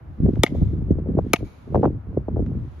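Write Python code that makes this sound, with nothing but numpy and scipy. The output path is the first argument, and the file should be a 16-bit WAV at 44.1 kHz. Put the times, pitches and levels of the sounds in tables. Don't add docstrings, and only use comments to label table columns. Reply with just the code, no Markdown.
import sys
import numpy as np
from scipy import signal
from scipy.fft import rfft, irfft, next_fast_len
from scipy.io import wavfile
from scipy.ndimage import uniform_filter1d, minimum_filter1d

SR = 44100
rng = np.random.default_rng(int(sys.argv[2]) if len(sys.argv) > 2 else 0)


def persist_wave(psi):
    counts = np.round(np.clip(psi, -1, 1) * 32767).astype(np.int16)
    wavfile.write(sys.argv[1], SR, np.atleast_2d(counts).T)


N = 123479

EDDY_SHARP, EDDY_SKIRT = 2.17, 1.733


def amp(db):
    return 10 ** (np.asarray(db) / 20)


def unit(x):
    return x / np.sqrt(np.mean(x ** 2) + 1e-20)


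def read(table, hz, axis=1):
    table = np.array(table, float)
    return np.interp(np.log(hz + 1), np.log(table[:, 0] + 1), table[:, axis])


def add(mix, s, sound):
    part = mix[round(s * SR):][:len(sound)]
    part += sound[:len(part)]


def freqs(size):
    return np.fft.rfftfreq(size, 1 / SR)


def noise(table, axis=1):
    size = next_fast_len(N, real=True)
    spectrum = rfft(rng.standard_normal(size)) * amp(read(table, freqs(size), axis))
    return unit(irfft(spectrum, size)[:N])


def pair(table, same, axis=1):
    mid = np.sqrt((1 + same) / 2) * noise(table, axis)
    side = np.sqrt((1 - same) / 2) * noise(table, axis)
    return np.array([mid + side, mid - side])


def steadied(x, size):
    power = uniform_filter1d((x ** 2).mean(0), size=size)
    return x / np.sqrt(abs(power) + 1e-9)


def chatter(length, fall, table, axis=1, size=2048):
    t = np.arange(size) / SR
    shape = np.exp(-np.maximum(t - length, 0) / fall)
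    burst = rng.standard_normal(size) * shape
    for _ in range(2):
        burst = irfft(np.exp(1j * np.angle(rfft(burst)))) * shape
    log_gain = np.log(amp(read(table, abs(np.fft.fftfreq(size, 1 / SR)), axis)))
    minimum_phase = np.exp(np.conj(signal.hilbert(log_gain)))
    burst = np.fft.ifft(np.fft.fft(burst) * minimum_phase).real
    return burst / np.sqrt(np.sum(burst ** 2) / (length * SR))


def push(s, hz, sharp, skirt, size=4096):
    ratio = freqs(size) / hz + 1e-6
    spectrum = ratio ** sharp * np.exp(-sharp / skirt * (ratio ** skirt - 1))
    swing = np.fft.fftshift(irfft(-spectrum))
    return s - size / 2 / SR, swing / abs(swing).max()


def ring(hz, t60, size=12000):
    rise_s, split = 0.00036, 0.0064
    t = np.arange(size) / SR
    tones = np.zeros(size)
    for share in (1, .5):
        detuned_hz = hz * (1 + split * rng.uniform(-1, 1))
        tones += share * np.sin(2 * np.pi * (detuned_hz * t + rng.random()))
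    return (1 - np.exp(-t / rise_s)) * amp(-60 * t / t60) * tones


def axe():
    # (time [s], crack level [dB], thud level [dB], ring level [dB])
    blows = [(0.4342, 2.5, 14.5, -6), (1.3338, 1.5, 10.5, -4)]
    out = np.zeros(N)
    for k, (s, crack_db, thud_db, ring_db) in enumerate(blows):
        crack_s = 0.003
        add(out, s, amp(crack_db) * crack(crack_s, k + 1))
        start, thud = push(s + .001, 398, sharp=2.0, skirt=1.5)
        add(out, start, amp(thud_db) * thud)
        add(out, s + crack_s / 2, amp(ring_db) * steel())
    return out + bounces()


def crack(length, blow):
    # (frequency [Hz], first blow [dB], second blow [dB])
    crack_colour = [(330, -10, -10.5), (857, 6.5, 3), (1075, -13.5, -12), (1230, 2, 4.5),
                    (1770, -15, -17.5), (2090, 2, 2), (2430, -13.5, 1), (2730, -24, -9),
                    (3420, -0.5, -10.5), (3700, -5, -11), (4100, -20.5, -8.5), (5160, -19.5, -23.5),
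                    (6880, -16.5, -9), (7240, -7.5, -18), (7980, -32.5, -36.5), (10450, -13.5, -9),
                    (11000, -21, -23.5), (12400, -23.5, -16), (16000, -29, -28.5)]
    return chatter(length, 0.0016, crack_colour, axis=blow)


def steel():
    # (frequency [Hz], relative level [dB], time to fall 60 dB [s])
    modes = [(695, -9.5, 0.065), (1238, -9.5, 0.016), (1380, -5.5, 0.025), (1880, -10.5, 0.042),
             (2127, -2, 0.0089), (2220, 1.5, 0.034), (2730, -14, 0.048), (2930, -9.5, 0.034),
             (3618, -10.5, 0.016), (3940, -8, 0.027), (5140, -19.5, .04), (6280, -22.5, 0.062),
             (10665, -11, 0.028), (11400, -16, 0.029)]
    return sum(amp(level) * ring(hz, t60) for hz, level, t60 in modes)


def bounces():
    # (time [s], level ahead of the two trims below [dB], contact length [s], pitch [Hz])
    landings = [(0.4641, -7.5, 0.0004, 2090), (0.4718, -19, 0.0012, 2120), (0.478, -27, 0.0028, 2260),
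                (1.359, -19, 0.004, 2650), (1.3622, -18.5, 0.0023, 2400)]
    # (frequency [Hz], relative level [dB])
    contact_colour = [(200, -18.5), (700, 3.5), (1400, -10), (2200, 0.5), (3300, -5.5), (4600, -15.5),
                      (7000, -19), (8500, -32.5), (12000, -46), (16000, -59)]
    contact_trim_db, ring_trim_db = -3, 2
    fall_s, ring_t60 = .0065, .02
    out = np.zeros(N)
    for s, db, length, hz in landings:
        add(out, s, amp(db + contact_trim_db) * chatter(length, fall_s, contact_colour))
        add(out, s, amp(db + ring_trim_db) * ring(hz, ring_t60))
    return out


def yard(x):
    # (frequency [Hz], left minus right [dB])
    balance = [(300, -0.5), (800, 2), (1300, 3.5), (2400, 4), (4400, 8.5), (8000, 0), (15000, -0.5)]
    # (frequency [Hz], phase [radians])
    port_phase = [(100, .1), (400, .45), (1000, .7), (2000, .7), (2800, 0.7), (5000, 1.2), (10000, 1.9),
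                  (15000, 1.8)]
    # (frequency [Hz], relative level [dB])
    echo_colour = [(200, -4), (1300, -4), (2600, -1.5), (3500, -1), (4600, 5.5), (6500, 1), (8500, -15),
                   (11000, 2), (16000, -10.5)]
    near_db, near_t60 = -24.5, .13
    far_db, far_s, far_t60 = -46, 0.11, .9

    t, hz = np.arange(N) / SR, freqs(N)
    tilt = amp(read(balance, hz) / 2)
    spectrum = rfft(x)
    left = spectrum * tilt * np.exp(-1j * read(port_phase, hz))
    right = spectrum / tilt
    direct = irfft(np.array([left, right]), N)

    near = pair(echo_colour, 0.17) * amp(-60 * t / near_t60)
    far = pair(echo_colour, 0.1) * (t > far_s) * amp(-60 * abs(t - far_s) / far_t60)
    tail = (amp(near_db) * unit(near) + amp(far_db) * unit(far)) / np.sqrt(N)
    return direct + signal.fftconvolve(x[None], tail, axes=1)[:, :N]


def wind():
    # (time [s], rumble level [dB], flutter level [dB])
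    gusts = [(0, -47, -50.5), (0.1, -34, -49.5), (0.16, -44, -47.5), (0.2, -21.5, -29.5),
             (0.24, -15.5, -24.5), (0.29, -23.5, -24.5), (0.315, -27.5, -37.5), (0.4, -24.5, -32.5),
             (0.5, -36, -30), (0.56, -22.5, -27.5), (0.63, -20.5, -24.5), (0.69, -24, -34.5),
             (0.78, -26.5, -28.5), (0.86, -27, -31.5), (0.92, -22, -24.5), (0.99, -27.5, -26),
             (1.04, -29.5, -34), (1.09, -28.5, -22.5), (1.16, -29, -27), (1.23, -26, -31),
             (1.31, -37.5, -36.5), (1.39, -32, -37.5), (1.44, -30, -30.5), (1.49, -49, -50.5),
             (1.65, -47, -52), (1.71, -30.5, -29), (1.76, -16.5, -19), (1.81, -40.5, -22.5),
             (1.862, -24.5, -19.5), (1.9, -29, -30.5), (1.96, -30.5, -32), (2.03, -42, -57.5),
             (2.08, -29, -33.5), (2.13, -35.5, -35), (2.17, -28, -25.5), (2.25, -37.5, -47.5),
             (2.32, -26.5, -26.5), (2.41, -20.5, -28), (2.45, -30.5, -26.5), (2.57, -30, -29.5),
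             (2.65, -31, -36), (2.7, -40.5, -60), (2.8, -38.5, -44.5)]
    # (frequency [Hz], rumble [dB], flutter [dB], both relative)
    wind_colour = [(15, -38, -41.5), (37.8, -4, -31.5), (79.5, 3.5, -26), (126.3, -4.5, 11.5),
                   (194, -18.5, 4), (362, -25.5, -4), (472, -56, -14.5), (706, -90, -35.5),
                   (1200, -83.5, -82), (3000, -100, -79.5)]
    # (frequency [Hz], relative level [dB])
    rasp_colour = [(200, -18.5), (550, -2), (850, -1), (1300, -14), (2000, -23), (3100, -26), (4200, -47)]
    rumble_trim_db, flutter_trim_db, rustle_trim_db, rasp_trim_db = 1, -4.5, -8, -2.5
    rasp_growth = 2.48
    lump_db, lump_hz = 5.5, 97
    same = 0.87

    s, rumble_db, flutter_db = np.transpose(gusts)
    t = np.arange(N) / SR
    slow_noise = irfft(rfft(rng.standard_normal(N)) * (freqs(N) < lump_hz), N)
    lumps = lump_db * np.tanh(unit(slow_noise))
    force_db = np.interp(t, s, flutter_db) + lumps

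    rumble = steadied(pair(wind_colour, same, axis=1), size=2200)
    rumble = rumble * amp(rumble_trim_db + np.interp(t, s, rumble_db))
    flutter = steadied(pair(wind_colour, same, axis=2), size=1100) * amp(flutter_trim_db + force_db)
    rasp = pair(rasp_colour, 0.22) * amp(rasp_trim_db + rasp_growth * force_db)
    swarm = rustle() * amp(rustle_trim_db + force_db)
    return rumble + flutter + rasp + swarm + eddies()


def eddies():
    # (time [s], level [dB], centre frequency [Hz])
    main_eddies = [(0.1988, -12, 168), (0.2293, -8, 155), (0.2421, -5, 132), (0.2516, -8.5, 193.4),
                   (0.2593, -13.5, 310), (0.281, -5, 220), (0.2875, -10, 306), (0.3017, -18, 238),
                   (0.3305, -13, 222), (0.369, -14.5, 264), (0.3867, -11, 102), (0.52, -12.5, 208),
                   (0.549, -18, 340), (0.6135, -4, 102), (0.665, -13.5, 116.6), (0.731, -13.5, 190.4),
                   (0.8181, -16, 207.7), (0.904, -4.5, 235.3), (0.9143, -9, 119.7), (0.9834, -17, 357),
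                   (1.058, -23, 339), (1.0843, -16, 246), (1.098, -17, 240), (1.1114, -18, 220),
                   (1.148, -13.5, 250), (1.1722, -6.5, 260), (1.1877, -5.5, 481), (1.263, -17, 231),
                   (1.406, -23.5, 270), (1.426, -17.5, 290), (1.673, -25.5, 247), (1.722, -21.5, 300),
                   (1.7453, -5.5, 524), (1.7557, -7, 540), (1.7624, -9.5, 405), (1.7731, -10.5, 374),
                   (1.7932, -13.5, 293), (1.8087, -13, 260), (1.8316, -4.5, 464), (1.8347, -10.5, 577),
                   (1.8421, -8, 560), (1.8539, -8.5, 690), (1.857, -9.5, 407), (1.8676, -13.5, 290),
                   (1.8723, -16, 370), (2.1438, -28.5, 307), (2.1718, -8.5, 332), (2.2822, -14, 426),
                   (2.3612, -21.5, 380), (2.3663, -15, 400), (2.378, -20, 380), (2.3918, -13.5, 342),
                   (2.4004, -14.5, 265), (2.564, -17, 140)]
    shed_db, shed_scatter_db = -12.5, 5
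    shed_delay_s, shed_spread_s = .002, .007
    shed_pitch, shed_octaves = 0.95, 0.98
    apart_rad = 0.36

    out = np.zeros((2, N))
    for when, db, hz in main_eddies:
        swings = [(when, db, hz)]
        for late, weak, small in rng.uniform(-0.989, 1, size=(4, 3)):
            shed_s = when + shed_delay_s + shed_spread_s * late
            level_db = db + shed_db + shed_scatter_db * (weak - small)
            swings.append((shed_s, level_db, hz * shed_pitch * 2 ** (shed_octaves * small)))
        for s, level_db, centre_hz in swings:
            start, swing = push(s, centre_hz, EDDY_SHARP, EDDY_SKIRT)
            swing = amp(level_db) * signal.hilbert(swing) * np.exp(2j * np.pi * rng.random())
            apart = np.exp(1j * apart_rad * np.sign(rng.random() - .5))
            add(out[0], start, (swing * apart).real)
            add(out[1], start, (swing / apart).real)
    return out


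def rustle():
    low_hz, high_hz, bands = 162, 400, 6
    pops_per_s, db_per_octave = 190, -10
    out = np.zeros(N)
    for hz in np.geomspace(low_hz, high_hz, num=bands):
        pops = (rng.random(N) < pops_per_s / bands / SR) * rng.standard_normal(N)
        swing = push(0, hz, EDDY_SHARP, EDDY_SKIRT)[1]
        gain = amp(db_per_octave * np.log2(hz / low_hz))
        out += gain * signal.oaconvolve(pops, swing, "same")
    return unit(out)


def ticks():
    # (time [s], level ahead of the trim below [dB])
    tick_times = [(0.262, -55.5), (0.3344, -57.5), (0.3562, -48.5), (0.9068, -55), (0.9926, -59.5),
                  (1.1885, -53), (1.7468, -47.5), (1.7564, -48.5), (1.7648, -55.5), (1.834, -51.5),
                  (1.8555, -48), (2.4625, -52)]
    # (frequency [Hz], relative level [dB])
    tick_colour = [(400, -5), (1500, 10), (2700, -1), (3800, -8), (6500, -17.5), (8500, -32.5),
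                   (12000, -31), (16000, -44.5)]
    trim_db, length_s, fall_s = 6, 0.0014, 0.0024
    out = np.zeros(N)
    for s, db in tick_times:
        add(out, s, amp(db + trim_db) * chatter(length_s, fall_s, tick_colour))
    return out


def air():
    # (frequency [Hz], relative level [dB per Hz])
    air_colour = [(100, 5), (500, 2), (950, -0.5), (1350, -4), (2400, -16.5), (3600, -28), (6900, -39.5),
                  (8200, -47.5), (12300, -32.5), (13500, -47.5), (16000, -61)]
    # (time [s], level [dB])
    hiss_level = [(0, -80.5), (0.35, -64.5), (0.62, -65.5), (1.0, -86), (1.3, -64.5), (1.52, -66.5),
                  (1.7, -69), (1.86, -66.5), (1.95, -81), (2.35, -77), (2.8, -65)]
    # (frequency [Hz], relative level [dB per Hz])
    hiss_colour = [(1000, -4.5), (2200, 1.5), (3700, -2), (5000, -8.5), (6800, -10.5), (8200, -23.5),
                   (10500, -13), (16000, -34)]
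    air_db = -53.5
    hiss_db = np.interp(np.arange(N) / SR, *np.transpose(hiss_level))
    return amp(air_db) * pair(air_colour, .1) + amp(hiss_db) * pair(hiss_colour, 0.13)


def scene():
    return yard(axe()) + wind() + ticks() + air()


def filtered(x, gain_at):
    size = 2 * next_fast_len(N, real=True)
    return irfft(rfft(x, size) * gain_at(freqs(size)))[..., :N]


def limited(x):
    limit_db, hold_s, recover_db_per_s = -7, .036, 478
    power = uniform_filter1d((x ** 2).mean(0), size=100)
    power_db = 10 * np.log10(abs(power) + 1e-12)
    hold = 2 * int(hold_s * SR / 2) + 1
    over_db = np.maximum(power_db - limit_db, 0)
    held_db = -minimum_filter1d(-over_db, hold, origin=hold // 2)
    fall = np.arange(N) * recover_db_per_s / SR
    duck_db = np.maximum.accumulate(held_db + fall) - fall
    duck_db = uniform_filter1d(-minimum_filter1d(-duck_db, size=100), size=60)
    return x / amp(duck_db)


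def record(dry):
    lag_s, lag_hz = .009, 393
    low_cut_hz, edge_hz = 40, 16200
    x = filtered(dry, lambda hz: np.exp(-2j * np.pi * lag_s * lag_hz * np.arctan(hz / lag_hz)))
    x = signal.sosfilt(signal.butter(2, low_cut_hz, "highpass", fs=SR, output="sos"), x)
    x = np.clip(limited(x), -1, 1)
    band_limit = signal.firwin(255, edge_hz, window=("kaiser", 9), fs=SR)
    return signal.oaconvolve(x, band_limit[None], "same")


dry = scene()
out = record(dry)
persist_wave(out)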